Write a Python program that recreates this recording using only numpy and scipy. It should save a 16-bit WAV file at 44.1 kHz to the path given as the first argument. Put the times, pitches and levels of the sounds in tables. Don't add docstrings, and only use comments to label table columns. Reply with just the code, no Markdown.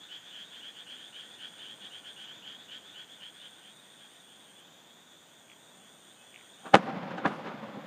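import sys
import numpy as np
from scipy import signal
from scipy.fft import irfft
from scipy.io import wavfile

SR = 44100
rng = np.random.default_rng(int(sys.argv[2]) if len(sys.argv) > 2 else 0)


def to_wav(sig):
    pcm = np.clip(np.atleast_2d(sig), -1, 1) * 32767
    pcm = np.round(pcm).astype(np.int16)
    wavfile.write(sys.argv[1], SR, pcm.T)


N = 346626
T = np.arange(N) / SR

# (start [s], end [s], swell time [s])
CRICKET_PHRASES = [(-.1, 2.24, 1.2), (2.498, 4.61, 0.9), (4.852, 6.8, 1.15)]
# (first call [s], last call [s], period [s], call length [s], final pitch [Hz], first level [dB], fading [dB/s])
CROAK_BOUTS = [(.087, 3.202, .26, .104, 3276, -48.0, 0.4), (.308, 1.405, .22, 0.084, 3280, -51.5, 0),
               (1.587, 2.712, .225, 0.083, 3276, -50.0, 0.5), (-.016, 3.342, .258, .092, 3545, -52.5, 0.94)]
# (time [s], final pitch [Hz], level [dB])
SINGLE_CROAKS = [(3.4, 3250, -52), (3.63, 3320, -56.5), (3.99, 3370, -59.5), (4.27, 3300, -61.5),
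                 (4.57, 3290, -62), (4.84, 3700, -64), (5.11, 3570, -63), (6.48, 3650, -65)]
# (final pitch [Hz], slide [share of the pitch])
PITCH_SLIDE = [(3300, 0.13), (3600, .075)]
# (frequency [Hz], relative level [dB])
BODY_RESONANCE = [(500, -35), (1200, -10), (1470, 5.5), (1750, 3.5), (2100, -4.5), (2400, -1.5),
                  (3300, -7.5), (4100, -8), (5000, -12.5), (5450, -18.5), (7000, -14.5), (9500, -57)]
# (time [s], level [dB])
CHORUS_LEVEL = [(0, -55), (3.6, -57.5), (5.4, -61.5), (6.4, -58.5), (7.86, -57.5)]
# (frequency [Hz], density [dB per Hz])
INSECT_SPECTRUM = [(5300, -125), (5950, -101), (6400, -101), (6950, -96.5), (7500, -106), (8400, -104),
                   (9200, -108), (9800, -125)]
# (time [s], level [dB])
INSECT_LEVEL = [(0, .5), (3.1, 0), (3.4, -2), (6.6, .3), (7.3, -7), (7.86, -3.5)]
# (frequency [Hz], density [dB per Hz])
AIR_SPECTRUM = [(25, -102), (60, -107), (110, -96), (200, -89), (270, -90.5), (400, -93), (780, -92.5),
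                (1200, -97), (2200, -103), (4000, -108), (5400, -112), (11000, -114.5), (14000, -112)]
# (time [s], level [dB])
LOW_AIR_LEVEL = [(0, -0.2), (2.4, 2.6), (4.0, -0.14), (7.86, 1.5)]
# (start [s], length [s], mid-rattle level [dB])
FROG_RATTLES = [(5.4825, .068, -41.5), (6.3264, 0.1, -37.3)]
# (peak time [s], level [dB], length [s], upper edge [Hz], tube ring relative to the jet [dB])
GAS_PUFFS = [(6.666, -39.5, 0.037, 6000, -8), (6.889, -29.5, 0.06, 1500, 2.5),
             (7.11, -31.5, 0.023, 7000, -24), (7.183, -26, 0.022, 5500, -7), (7.319, -30, 0.042, 3000, -27),
             (7.475, -32, 0.052, 5000, -7.5), (7.771, -36, .028, 264, -30)]
# (gas peak time [s], gas level [dB], rise [s], fall [s], gas upper edge [Hz], tube ring relative to the jet [dB],
#  shock time [s], shock level before filtering [dB], overpressure time [s], shock upper edge [Hz], echo level [dB])
FIREWORK_BANGS = [(6.7458, 2, 0.0027, 0.0028, 5500, -1, 6.7537, 13, 0.00037, 2840, -25.5),
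                  (7.257, -12.5, 0.0061, 0.012, 2960, -14, 7.2602, -1.5, 0.00043, 2080, -36)]
# (frequency [Hz], relative level [dB])
GAS_COLOUR = [(70, -31), (170, 7.5), (350, 7), (600, 5), (1000, 2), (1520, 5), (1950, -7.5), (3100, -8),
              (4200, -18), (5400, -25), (6400, -20.5), (10000, -33), (15000, -49.5)]
# (frequency [Hz], relative level [dB])
ECHO_COLOUR = [(40, -50), (85, -24), (125, -8), (180, 3.5), (260, -1), (400, -13), (540, 0), (640, -10),
               (780, -5.5), (1000, -8.5), (2200, -18.5), (3500, -27), (5000, -35.5), (9000, -56.5)]
# (frequency [Hz], density [dB per Hz])
SPARK_SPECTRUM = [(2000, -112), (5000, -92), (8000, -100), (11000, -103), (14000, -120)]

STROKE_HZ, STROKE_FALL_HZ, STROKE_S = 8940, 1450, 0.0072
SOFT_DB, SOFT_DROP_HZ = -9, 350
SINGLE_CROAK_S = 0.093
PULSE_SPEEDUP = 0.0898
CROAK_PEAK_SHARE, CROAK_START_DB, CROAK_END_DB = 0.49, -10.5, -8.5
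FAR_LOW_HZ, FAR_SPREAD_HZ, FAR_SPREAD_DB = 3226, 496, 4.5
RUMBLE_EDGE_HZ, HISS_DB = 2300, 0.3
CLICK_PERIOD_S, THROAT_HZ = .0169, 2554
RATTLE_EDGE_DB, RATTLE_SAG = -13, .16
PEEP_START_S, PEEP_LENGTH_S, PEEP_HZ, PEEP_DB = 6.15, .12, 2580, -68.5
TUBE_HZ, AFTER_TUBE_DB = 780, -20
THUMP_LAG_S, THUMP_DB, THUMP_RISE_S, THUMP_FALL_S, THUMP_HZ = .0135, -10, .0024, 0.0069, 400
VENT_LAG_S, VENT_DB, VENT_RISE_S, VENT_FALL_S, VENT_HZ = .021, -16, .01, .011, 11000
PUFF_RISE_SHARE = 0.38
SPARK_DB, SPARK_HOLD_S, SPARK_RELEASE_S = -3.5, 0.11, 0.046
TOP_HZ = 15300


def undb(db):
    return np.exp(np.asarray(db) * (np.log(10) / 20))


def unit(x):
    return x / np.sqrt(np.mean(x ** 2) + 1e-20)


def curve(rows, at=T):
    return np.interp(at, *np.transpose(rows))


def colour(x, points):
    hz, db = np.transpose(points)
    f = np.maximum(np.fft.rfftfreq(4096, 1 / SR), 1)
    response = np.fft.fftshift(irfft(undb(np.interp(np.log(f), np.log(hz), db))))
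    return signal.oaconvolve(x, response * np.hanning(len(response)), mode="same")


def noise(points):
    return colour(rng.standard_normal(N), points) * np.sqrt(SR / 2)


def edge(x, hz, kind, order=2):
    return signal.sosfilt(signal.butter(order, min(hz, SR / 2 - 1), kind, fs=SR, output="sos"), x)


def ring(x, hz, width_hz):
    return signal.lfilter(*signal.iirpeak(hz, hz / width_hz, fs=SR), x)


def walk(rate):
    knots = rng.standard_normal(int(T[-1] * rate) + 2)
    return np.interp(T * rate, np.arange(len(knots)), knots)


def add(out, s, x):
    i = int(s * SR)
    lo, hi = max(i, 0), min(i + len(x), N)
    if hi > lo:
        out[lo:hi] += x[lo - i:hi - i]


def scatter(x, t60, wet_db):
    t = T[:SR // 5]
    tail = rng.standard_normal(len(t)) * np.exp(-np.log(1000) * t / t60)
    wet = undb(wet_db)
    return (x + wet * signal.oaconvolve(x, tail / np.linalg.norm(tail))[:N]) / np.hypot(1, wet)


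def pulse_train(t, rate, jitter, spread_db, count=300):
    chance = rng.standard_normal((count, 2))
    starts = np.append(0, np.cumsum(np.exp(jitter * chance[:-1, 0]) / rate))
    last = np.searchsorted(starts, t, side="right") - 1
    return t - starts[last], undb(spread_db * chance[:, 1])[last]


def bush_cricket(full_db=-65.5):
    out = np.zeros(N)
    for start, end, swell in CRICKET_PHRASES:
        t = T[:int((end - start) * SR)]
        age, size = pulse_train(t, rate=107, jitter=.018, spread_db=1.4)
        soft = np.maximum(1 - t / swell, 0)
        slip = 0.03 * np.cumsum(rng.standard_normal(len(t)))
        mean_hz = STROKE_HZ - SOFT_DROP_HZ * soft - STROKE_FALL_HZ * (age / STROKE_S) ** 2 / 3
        phase = 2 * np.pi * mean_hz * age + slip
        main_stroke = np.exp(-((age - .0032) / 0.0017) ** 2)
        late_stroke = 0.12 * np.exp(-((age - .006) / 0.0013) ** 2)
        buzz = unit(size * (main_stroke + late_stroke) * np.sin(phase))
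        add(out, start, buzz * undb(full_db + SOFT_DB * soft))
    return scatter(out, t60=.05, wet_db=-6)


def croak_rows():
    calls = [(s, SINGLE_CROAK_S, hz, db) for s, hz, db in SINGLE_CROAKS]
    for first, last, period, length, hz, db, fading in CROAK_BOUTS:
        beats = np.linspace(first, last, round((last - first) / period) + 1)
        calls += [(s, length, hz, db - fading * (s - first)) for s in beats]
    return calls


def croak_swell(share):
    before = np.maximum(1 - share / CROAK_PEAK_SHARE, 0)
    after = np.maximum(share - CROAK_PEAK_SHARE, 0) / (1 - CROAK_PEAK_SHARE)
    return CROAK_START_DB * before ** 2 + CROAK_END_DB * after ** 3


def tree_frogs(calls, jitter, body_db):
    sac, larynx = np.zeros(N), np.zeros(N)
    for s, length, hz, db in calls:
        t = T[:int(length * SR)]
        share = t / t[-1]
        rate = 220 * np.exp(.05 * rng.standard_normal())
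        warped_t = t * (1 + PULSE_SPEEDUP * (share - 1) / 2)
        age, size = pulse_train(warped_t, rate, jitter, spread_db=1.5)
        age = age / (1 + PULSE_SPEEDUP * (share - .5))
        effort = size * undb(croak_swell(share))
        pitch = hz * (1 - curve(PITCH_SLIDE, hz) * (1 - share) ** 2)
        pulse = (1 - np.exp(-age / 0.00061)) * np.exp(-(age / 0.0032) ** 2)
        rasp = rng.standard_normal(SR // 7)[:len(t)]
        add(sac, s, undb(db) * unit(effort * pulse * np.sin(2 * np.pi * pitch * age)))
        add(larynx, s, undb(db) * unit(effort * np.exp(-age / 0.0017) * rasp))
    return sac + undb(body_db) * colour(larynx, BODY_RESONANCE)


def near_frogs():
    return scatter(tree_frogs(croak_rows(), jitter=.018, body_db=0), t60=.08, wet_db=-9)


def far_chorus(count=280):
    calls = []
    for k, (delay, pitch, loss) in enumerate(rng.random((count, 3))):
        s = (k + delay) * T[-1] / count
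        calls.append((s, .09, FAR_LOW_HZ + FAR_SPREAD_HZ * pitch, -FAR_SPREAD_DB * loss))
    blurred = scatter(tree_frogs(calls, jitter=0.2, body_db=5), t60=0.26, wet_db=1.5)
    return unit(blurred) * undb(curve(CHORUS_LEVEL))


def far_insects():
    bed = noise(INSECT_SPECTRUM) * undb(0.62 * walk(130))
    tone = unit(ring(rng.standard_normal(N), 7040, 40)) * undb(-75)
    return (bed + tone) * undb(curve(INSECT_LEVEL))


def night_air():
    air = noise(AIR_SPECTRUM)
    rumble = edge(air, RUMBLE_EDGE_HZ, "low", order=1)
    drift_db = curve(LOW_AIR_LEVEL) + 0.7 * walk(3.82)
    return rumble * undb(drift_db) + (air - rumble) * undb(HISS_DB)


def rattling_frog(uneven_db=3.0):
    out, t = np.zeros(N), T[:SR // 100]
    for start, length, db in FROG_RATTLES:
        count = max(round(length / CLICK_PERIOD_S), 1)
        for k, chance in enumerate(rng.standard_normal(count)):
            share = (k + .5) / count
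            size = undb(db + RATTLE_EDGE_DB * (2 * share - 1) ** 2 + uneven_db * chance)
            hz = THROAT_HZ * (1 - RATTLE_SAG * share ** 2)
            click = np.exp(-((t - .0007) / 0.00063) ** 2) * np.sin(2 * np.pi * hz * t)
            add(out, start + k * CLICK_PERIOD_S, size * click)
    return scatter(out, t60=0.057, wet_db=-10)


def peep():
    out, t = np.zeros(N), T[:int(PEEP_LENGTH_S * SR)]
    waver = 0.025 * np.cumsum(rng.standard_normal(len(t)))
    note = np.hanning(len(t)) * np.sin(2 * np.pi * PEEP_HZ * t + waver)
    add(out, PEEP_START_S, undb(PEEP_DB) * unit(note))
    return out


def rush_rows():
    rushes = []
    for s, db, rise, fall, top_hz, tube_db, *_ in FIREWORK_BANGS:
        rushes += [(s, db, rise, fall, top_hz, tube_db),
                   (s + THUMP_LAG_S, db + THUMP_DB, THUMP_RISE_S, THUMP_FALL_S, THUMP_HZ, AFTER_TUBE_DB),
                   (s + VENT_LAG_S, db + VENT_DB, VENT_RISE_S, VENT_FALL_S, VENT_HZ, AFTER_TUBE_DB)]
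    for s, db, length, top_hz, tube_db in GAS_PUFFS:
        rise, fall = PUFF_RISE_SHARE * length, (1 - PUFF_RISE_SHARE) * length
        rushes.append((s, db, rise, fall, top_hz, tube_db))
    return rushes


def gas_rushes():
    out, gas = np.zeros(N), noise(GAS_COLOUR)
    t = T[:SR // 2] - 1 / 4
    for s, db, rise, fall, top_hz, tube_db in rush_rows():
        swell = np.exp(np.minimum(t / rise, -t / fall))
        jet = edge(np.roll(gas, rng.integers(N))[:len(t)], top_hz, "low") * swell
        tube = swell * np.sin(2 * np.pi * TUBE_HZ * t + rng.uniform(0, 2 * np.pi))
        peak = undb(db) * np.sqrt(np.mean(swell ** 2))
        add(out, s + t[0], peak * (unit(jet) + undb(tube_db) * unit(tube)))
    return out


def rolling_echo(low_t60=3.12, high_t60=3.46):
    out = np.zeros(N)
    for s, *_, db in FIREWORK_BANGS:
        lumps = undb(2.2 * walk(60))
        roll = unit(noise(ECHO_COLOUR)) * lumps
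        low = edge(roll, 900, "low", order=1)
        age = np.maximum(T - s, 0)
        fade_low, fade_high = (np.exp(-np.log(1000) * age / t60) for t60 in (low_t60, high_t60))
        onset = 1 - np.exp(-age / 0.014)
        out += undb(db) * onset * (low * fade_low + (roll - low) * fade_high)
    return out


def sparks():
    burn = np.zeros(N)
    for s, *_ in FIREWORK_BANGS:
        burn += (T > s) * np.exp(-np.maximum(T - s - SPARK_HOLD_S, 0) / SPARK_RELEASE_S)
    return noise(SPARK_SPECTRUM) * undb(SPARK_DB + 2.5 * walk(440)) * burn


def cracks():
    out, t = np.zeros(N), T[:SR // 50]
    for *_, s, db, width, top_hz, _ in FIREWORK_BANGS:
        shock = undb(db) * (1 - t / width) * np.exp(-t / width)
        add(out, s, 1.4 * edge(shock, top_hz, "low"))
        add(out, s + .004, .9 * edge(shock, .7 * top_hz, "low"))
    return edge(out, 130, "high")


def scene():
    animals = bush_cricket() + near_frogs() + far_chorus() + far_insects() + rattling_frog() + peep()
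    firework = gas_rushes() + rolling_echo() + sparks() + cracks()
    return (animals + night_air() + edge(firework, 55, "high"))[None]


def record(dry, threshold_db=-12.5, attack_s=0.0056, recovery_db_per_s=7.0):
    keep = np.exp(-1 / (attack_s * SR))
    power = signal.lfilter([1 - keep], [1, -keep], dry[0] ** 2)
    over_db = np.maximum(10 * np.log10(power + 1e-18) - threshold_db, 0)
    duck_db = np.maximum.accumulate(over_db + recovery_db_per_s * T) - recovery_db_per_s * T
    clipped = np.clip(dry * undb(-duck_db), -.88, .88)
    bass_cut = edge(clipped, 80, "high", order=3)
    return signal.sosfilt(signal.ellip(10, .1, 70, TOP_HZ, fs=SR, output="sos"), bass_cut)


dry = scene()
out = record(dry)
to_wav(out)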